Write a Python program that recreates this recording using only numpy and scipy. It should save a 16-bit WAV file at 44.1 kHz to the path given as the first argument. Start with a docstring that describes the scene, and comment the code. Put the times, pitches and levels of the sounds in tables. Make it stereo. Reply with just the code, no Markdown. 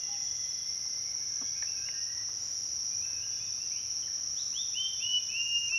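"""A chorus of cicadas drones near 5.7 kHz over a forest floor by day, each sweeping its pitch about 22
times a second as a muscle tightens its membrane and lets go. Single insects trill in, above and below it.
A bird whistles a falling series of scooped notes, others call from far off, and a few things tick in the
leaf litter. The trunks scatter it all over a faint low rumble."""
import sys
import numpy as np
from scipy import signal
from scipy.fft import rfft, irfft
from scipy.io import wavfile

SR = 44100
rng = np.random.default_rng(int(sys.argv[2]) if len(sys.argv) > 2 else 0)


def materialize(psi):
    """Save the field psi as 16-bit PCM at rate SR to the path in sys.argv[1].

    A 1-D psi becomes a single channel; in a 2-D psi each row is a channel.
    """
    bounded = np.clip(np.atleast_2d(psi).T, -1, 1)
    quanta = np.round(bounded * 32767).astype(np.int16)
    wavfile.write(sys.argv[1], SR, quanta)


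N = 254898
TIME = np.arange(N) / SR


# The blur of far cicadas, and its octave. Each row: frequency in Hz, relative level in dB.
DRONE_SPECTRUM = [(4300, -27), (4750, -24.5), (5000, -13.5), (5200, -4.5), (5400, 3), (5600, 1.5),
                  (5850, 6.5), (6020, -4), (6200, -5), (6450, -14.5), (6800, -26.5), (7200, -66),
                  (7700, -130.5)]
OCTAVE_SPECTRUM = [(9500, -44.5), (10100, -3.5), (10500, 1.5), (10800, 7), (11400, 5.5), (11900, 0.5),
                   (12600, -18), (14000, -35.5)]

def cicada_chorus(count=9):
    """Cicadas sweep out of step among the trees; countless far ones blur into a band and its octave."""
    voices = np.zeros((2, N))
    for _ in range(count):
        cycle = rng.random() + np.cumsum(22.4 + 0.3197 * wander(1.3)) / SR
        stroke = muscle_stroke(cycle, crest=0.689)
        hz = 5380 + 480 * stroke + 50 * wander(1.5) + 35 * wander(700)
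        pulse = 0.062 + np.sin(np.pi * stroke)  # loudest midway through each rise and fall
        voice = tone(hz) * pulse * undb(1.7 * wander(1.1))
        voices += forest(voice * pan(3 * rng.standard_normal()), t60=0.64, wet_db=5)
    blur = colour(rng.standard_normal((2, N)), DRONE_SPECTRUM)
    blur *= undb(0.13 * wander(7) + .5 * wander(30))
    octave = colour(rng.standard_normal((2, N)), OCTAVE_SPECTRUM) * undb(0.47 * wander(4))
    drone = level(voices, -38.5) + level(blur, -35)
    return drone * pan(-3.5) + level(octave, -67) * pan(10.3)


def muscle_stroke(cycle, crest):
    """A muscle tightens the sounding membrane and lets go: 0 up to 1 at the crest and back."""
    return np.sin(np.pi / 2 * np.interp(cycle % 1, [0, crest, 1], [0, 1, 0]))


# Phrases of three soloists. Each row: start in seconds, length in seconds.
NEAR_PHRASES = [(.019, 0.59), (1.243, 0.44), (2.689, .66), (4.311, 0.48)]
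LOW_PHRASES = [(.55, 0.57), (1.45, .63), (2.33, .64), (3.3, .55)]
HIGH_PHRASES = [(.385, 0.87), (1.62, .59), (2.52, .67), (3.5, 0.57), (4.47, .57), (5.46, 0.64)]

def solo_insects():
    """A near cicada stands out, with a lower trill further off and a very high one to the left."""
    near = trill(NEAR_PHRASES, chirps_per_s=22.2, top_hz=5930, db=-43.5,
                 depth_hz=1000, climb_hz=30, rasp_hz=25, crest=.7, punch=2.5)
    low = trill(LOW_PHRASES, chirps_per_s=21.9, top_hz=4920, db=-58.5,
                depth_hz=258.6, climb_hz=13, rasp_hz=25.5, crest=.55, punch=0.74)
    high = trill(HIGH_PHRASES, chirps_per_s=22.7, top_hz=11040, db=-69.8,
                 depth_hz=1300, climb_hz=400, rasp_hz=40, crest=.5, punch=3)
    return forest(near * pan(4) + low + high * pan(12), t60=.6, wet_db=-11)


def trill(phrases, chirps_per_s, top_hz, db, depth_hz, climb_hz, rasp_hz, crest, punch):
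    """Arched chirps, loudest at the top of each arch; the pitch climbs as a phrase gets going."""
    out, rasp = np.zeros((2, N)), wander(900)
    for start, length in phrases:
        t = TIME[:int(length * SR)]
        stroke = muscle_stroke(chirps_per_s * t, crest)
        arch_hz = top_hz - depth_hz * (1 - stroke)
        hz = arch_hz - climb_hz * np.exp(-t / .18) + rasp_hz * rasp[:len(t)]
        envelope = stroke ** punch * signal.windows.tukey(len(t), .05)
        add(out, start, tone(hz) * level(envelope, db))
    return out


# Swells of a thin buzz. Each row: start in seconds, length in seconds, level at the top in dB.
BUZZ_SWELLS = [(0.145, 0.51, -54), (1.237, 0.24, -60), (2.336, .55, -55), (3.346, 0.31, -61.5),
               (4.278, 0.54, -55.5), (5.285, 0.97, -57.5)]

def thin_insects():
    """A buzz just above the chorus swells fast and dies away, over a faint high whine."""
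    buzz = np.array([tone(6930 + 130 * wander(900)) for _ in range(2)])
    whine = np.array([tone(8460 + 55 * wander(500)) for _ in range(2)])
    swells = np.zeros((1, N))
    for start, length, db in BUZZ_SWELLS:
        progress = TIME[:int(length * SR)] / length
        add(swells, start, undb(db) * np.interp(progress, [0, .2, 1], [0, 1, 0]))
    return buzz * swells + forest(whine, t60=.5, wet_db=10.5) * undb(-86.5)


# The falling song. Each row: start in seconds, length in seconds, target pitch in Hz, scoop time in
# seconds, level before the accent in dB, accent time in seconds into the note, accent gain in dB.
SONG_NOTES = [(4.357, 0.062, 6100, 0.1, -47.5, 0.058, -8), (4.519, .11, 3980, .06, -44.5, 0.057, 4),
              (4.728, .16, 3135, .025, -37.5, .071, 4.5), (4.986, 0.2115, 2962, .027, -38, 0.18, 13),
              (5.312, .36, 2826, .024, -36, 0.254, 4), (5.675, 0.4, 2723, .018, -36.5, 0.08, 6.5)]

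def near_bird():
    """Each note scoops up toward its pitch; higher notes start higher and rasp more."""
    clean_hz, accent_half_width_s, ear_lag_s = 2713, 0.032, .00007
    voice, accent_db = np.zeros((1, N)), np.zeros(N)
    for start, length, target_hz, scoop_s, db, accent_at, gain_db in SONG_NOTES:
        t = TIME[:int(length * SR)]
        start_hz = 2053 + .2 * (target_hz - clean_hz)
        hz = target_hz + (start_hz - target_hz) * np.exp(-t / scoop_s)
        waver = 0.00087 + 0.011 * np.log2(target_hz / clean_hz)
        add(voice, start, whistle(hz, db, attack_s=.06, release_s=.018, waver=waver, flutter_db=2.6))
        accent_db += gain_db * np.exp(-((TIME - start - accent_at) / accent_half_width_s) ** 2)
    delayed = np.interp(TIME - ear_lag_s, TIME, voice[0])
    direct = np.array([voice[0], delayed]) * pan(10.5)  # the left ear hears it louder and sooner
    near_trunks = forest(direct, t60=.2, wet_db=-4.5)
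    echoes = forest(near_trunks, t60=0.96, wet_db=-2.5) - direct
    return direct * undb(accent_db) + echoes  # accents ride the direct sound; the echoes stay even


def whistle(hz, db, attack_s, release_s, waver, flutter_db, shape_db=0):
    """One near-pure bird note on a pitch curve: it opens, wavers and flutters a little, and stops."""
    t = TIME[:len(hz)]
    attack = np.minimum(t / min(attack_s, t[-1] / 2), 1) ** 1.33
    release = np.minimum((t[-1] - t) / release_s, 1)
    envelope = attack * release * undb(shape_db + flutter_db * wander(45)[:len(t)])
    wavering_hz = hz * (1 + waver * wander(170)[:len(t)])
    return tone(wavering_hz) * level(envelope, db)


def hoot(start=0.075, length=0.14, hz=809, fade_db_per_s=130):
    """A bird a little way off gives one soft, low note that fades at once."""
    out, t = np.zeros((2, N)), TIME[:int(length * SR)]
    note = whistle(np.full(len(t), hz), db=-56.5, attack_s=0.051, release_s=.023,
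                   waver=.0026, flutter_db=-1.5, shape_db=-fade_db_per_s * t)
    add(out, start, note)
    return forest(out, t60=0.57, wet_db=-4)


# Far piping. Each row: start in seconds, held pitch in Hz, relative level in dB, left minus right in dB.
PIPE_NOTES = [(1.55, 2495, -61, -22), (1.665, 2718, -50.5, 1), (1.761, 2600, -51, 8),
              (1.849, 2870, -53.5, -21), (2.905, 2455, -55.5, -2), (3.01, 2653, -55.5, -22.5),
              (3.126, 2600, -53.5, -16), (3.201, 2850, -51.5, -9), (3.395, 2600, -52, 5),
              (3.596, 2770, -51.5, 2), (5.179, 2500, -57.5, -7), (5.285, 2655, -45, -10)]

def piping_birds(length=0.055):
    """Short notes of one shape: a quick scoop up to a held pitch."""
    out, t = np.zeros((2, N)), TIME[:int(length * SR)]
    scoop = 1 - .13 * np.exp(-t / 0.00985)
    for start, hz, db, pan_db in PIPE_NOTES:
        note = whistle(hz * scoop, db, attack_s=.011, release_s=0.01, waver=0.0079, flutter_db=3.5)
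        add(out, start, note * pan(pan_db))
    return out


# Drawn-out, rough whistles and clear slurs. Each row: start in seconds, length in seconds,
# first pitch in Hz, last pitch in Hz, relative level in dB, left minus right in dB.
DRAWN_NOTES = [(0, 0.73, 3384, 3364, -61, 12), (0, 1.67, 1978, 2213, -60, -3),
               (1.2, 0.76, 1650, 1610, -63, 5), (1.41, .1, 3360, 3380, -58.5, 4),
               (3.05, 0.17, 1596, 1605, -57.5, -2), (3.3, 0.19, 3475, 3560, -60, -3)]
SLURRED_NOTES = [(0, .07, 2854, 2760, -57, 15), (.12, 0.049, 3150, 2370, -55.5, -6),
                 (.45, .2, 4160, 4280, -65.5, 4), (1.8, 0.084, 1593, 1596, -55.5, 11.5),
                 (1.93, .29, 1826, 1990, -54.5, 4), (3.705, 0.097, 2184, 3220, -53, -12),
                 (4.02, .02, 3380, 2810, -49, 5), (4.07, 0.025, 2060, 1475, -54.5, 8),
                 (4.16, .39, 1187, 1220, -67.5, -5.5), (4.72, 0.35, 3520, 3474, -52.5, -2)]

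def far_birds():
    """Pipes, whistles and slurs from deep in the forest arrive mostly as reverb tail."""
    drawn = glides(DRAWN_NOTES, waver=.024, flutter_db=3)
    pipes = piping_birds()
    slurs = glides(SLURRED_NOTES, waver=0.0063, flutter_db=-0.5)
    return undb(-6.5) * forest(pipes + drawn + slurs, t60=1.1, wet_db=4)


def glides(notes, waver, flutter_db):
    """Whistled notes that slide evenly from one pitch to another."""
    out = np.zeros((2, N))
    for start, length, first_hz, last_hz, db, pan_db in notes:
        hz = np.linspace(first_hz, last_hz, int(length * SR))
        note = whistle(hz, db, attack_s=0.0089, release_s=.009, waver=waver, flutter_db=flutter_db)
        add(out, start, note * pan(pan_db))
    return out


# What rings in the litter. Each row: resonance in Hz, bandwidth in Hz, relative level in dB.
TWIG_MODES = [(1930, 480, 7.5), (960, 1150, -2), (3400, 1100, -6)]
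LEAF_MODES = [(1050, 660, 0)]
GROUND_MODES = [(254, 116, 0), (370, 420, -3)]
# The hits on them. Each row: start in seconds, level in dB, left minus right in dB.
TWIG_SNAPS = [(1.624, -40, -23.5), (1.64, -52, -15), (1.886, -44, -25)]
LEAF_TAPS = [(.854, -57.5, -5), (1.412, -55.5, -23), (2.284, -53, -2), (5.719, -52.5, 1)]
GROUND_THUDS = [(1.414, -45.5, -4), (3.125, -57, 1)]

def leaf_litter():
    """Twigs snap, leaves tick and rustle, and the ground thuds, all close and fairly dry."""
    snaps = strikes(TWIG_SNAPS, TWIG_MODES, t60=0.024)
    taps = strikes(LEAF_TAPS, LEAF_MODES, t60=0.092)
    thuds = strikes(GROUND_THUDS, GROUND_MODES, t60=0.11)
    return forest(snaps + taps + thuds + rustles() + stray_ticks(), t60=0.32, wet_db=-14.5)


def stray_ticks(per_s=3.6, db=-59.5, spread_db=1.5, width_db=10):
    """Faint ticks among the leaves, at chance times and places."""
    gap, strength, side = rng.random((64, 3)).T
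    starts = np.cumsum(-np.log(1 - gap)) / per_s
    hits = np.column_stack([starts, db + spread_db * (2 * strength - 1), width_db * (2 * side - 1)])
    return strikes(hits[starts < TIME[-1]], LEAF_MODES, t60=.04)


def strikes(hits, modes, t60):
    """Each hit is a short noise burst that rings the damped resonances of a body."""
    out, t = np.zeros((2, N)), TIME[:SR // 4]
    fade = undb(-60 * t / t60)
    fade_rms = np.sqrt(np.mean(fade ** 2))
    for start, db, pan_db in hits:
        burst, ring = rng.standard_normal(len(t)) * fade, 0
        for hz, width_hz, mode_db in modes:
            b, a = signal.iirpeak(hz, hz / width_hz, fs=SR)
            ring += level(signal.lfilter(b, a, signal.lfilter(b, a, burst)), mode_db)
        add(out, start, level(ring, db) * fade_rms * pan(pan_db))
    return out


# Soft rustles. Each row: start in seconds, length in seconds, level before the fades in dB.
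LEAF_RUSTLES = [(2.278, 0.34, -61.5), (2.923, .36, -60.5)]

def rustles():
    """Leaves rustle as a grainy hiss that fades in and out."""
    out = np.zeros((2, N))
    band = signal.butter(1, [400, 2500], "band", fs=SR, output="sos")
    for start, length, db in LEAF_RUSTLES:
        size = int(length * SR)
        grains = rng.standard_normal((2, size)) * undb(1.5 * wander(200)[:size])
        add(out, start, level(signal.sosfilt(band, grains), db) * np.hanning(size))
    return out


# The bed of rumble and hiss. Each row: frequency in Hz, relative level in dB.
AIR_SPECTRUM = [(20, -14), (45, -4.5), (70, 3), (110, 0.5), (170, -4.5), (330, -9.5), (900, -12.5),
                (1700, -12.5), (2700, -12), (4300, -15.5), (7500, -57.5), (8500, -23), (10000, -59),
                (12500, -31), (15500, -31)]

def air():
    """Distant rumble and leaf hiss, alike in both ears in the bass, with a wavering low hum."""
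    mid, side = colour(rng.standard_normal((2, N)), AIR_SPECTRUM)
    side = signal.sosfilt(signal.butter(1, 220, "high", fs=SR, output="sos"), side)
    bed = level(mid + 0.92 * side * np.array([[1], [-1]]), -56) * undb(.36 * wander(2.8))
    hum = tone(102 + 2.236 * wander(15)) * undb(-67 + 1.5 * wander(9.1))
    return bed + hum


def forest(x, t60, wet_db):
    """Direct sound plus the dense scatter of trunks and leaves, dying by 60 dB in t60 seconds."""
    t = TIME[:2 * SR]
    build_up = 1 - np.exp(-t / 0.0048)
    tail = rng.standard_normal((2, len(t))) * undb(-60 * t / t60) * build_up
    tail /= np.sqrt(np.sum(tail ** 2, axis=1, keepdims=True))
    wet = signal.fftconvolve(x.mean(axis=0, keepdims=True), tail, axes=1)[:, :N]
    return x + undb(wet_db) * wet


def undb(db):
    """Decibels to gain."""
    return 10 ** (np.asarray(db) / 20)


def level(x, db):
    """Scale to an rms level."""
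    return x * undb(db) / np.sqrt(np.mean(x ** 2))


def pan(db):
    """Left and right gains; positive dB leans left."""
    return undb(np.array([[db], [-db]]) / 2)


def add(out, start, x):
    """Mix a sound in at a start time in seconds."""
    i = max(int(start * SR), 0)
    out[:, i:i + x.shape[-1]] += x[..., :max(N - i, 0)]


def wander(steps_per_s):
    """Smooth random modulation with a spread near 1."""
    steps = rng.standard_normal(8192)
    return 1.2 * np.interp(TIME * steps_per_s, np.arange(len(steps)), steps)


def tone(hz):
    """A sine of rms 1 that follows a pitch curve."""
    return np.sqrt(2) * np.sin(2 * np.pi * np.cumsum(hz) / SR)


def colour(x, spectrum):
    """Shape a sound with an EQ curve of (Hz, dB) points; nothing passes outside it."""
    hz, db = np.transpose(spectrum)
    bins_hz = np.maximum(np.fft.rfftfreq(N, 1 / SR), 1)
    curve_db = np.interp(np.log(bins_hz), np.log(hz), db, left=-np.inf, right=-np.inf)
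    return irfft(rfft(x) * undb(curve_db), N)


def scene():
    """Insects and birds over the leaf litter and the air."""
    insects = cicada_chorus() + solo_insects() + thin_insects()
    birds = far_birds() + near_bird() + hoot()
    return insects + birds + leaf_litter() + air()


def record(dry):
    """A steep low-pass takes off the top above 15.7 kHz."""
    return signal.sosfilt(signal.ellip(10, .2, 70, 15700, fs=SR, output="sos"), dry)


dry = scene()
out = record(dry)
materialize(out)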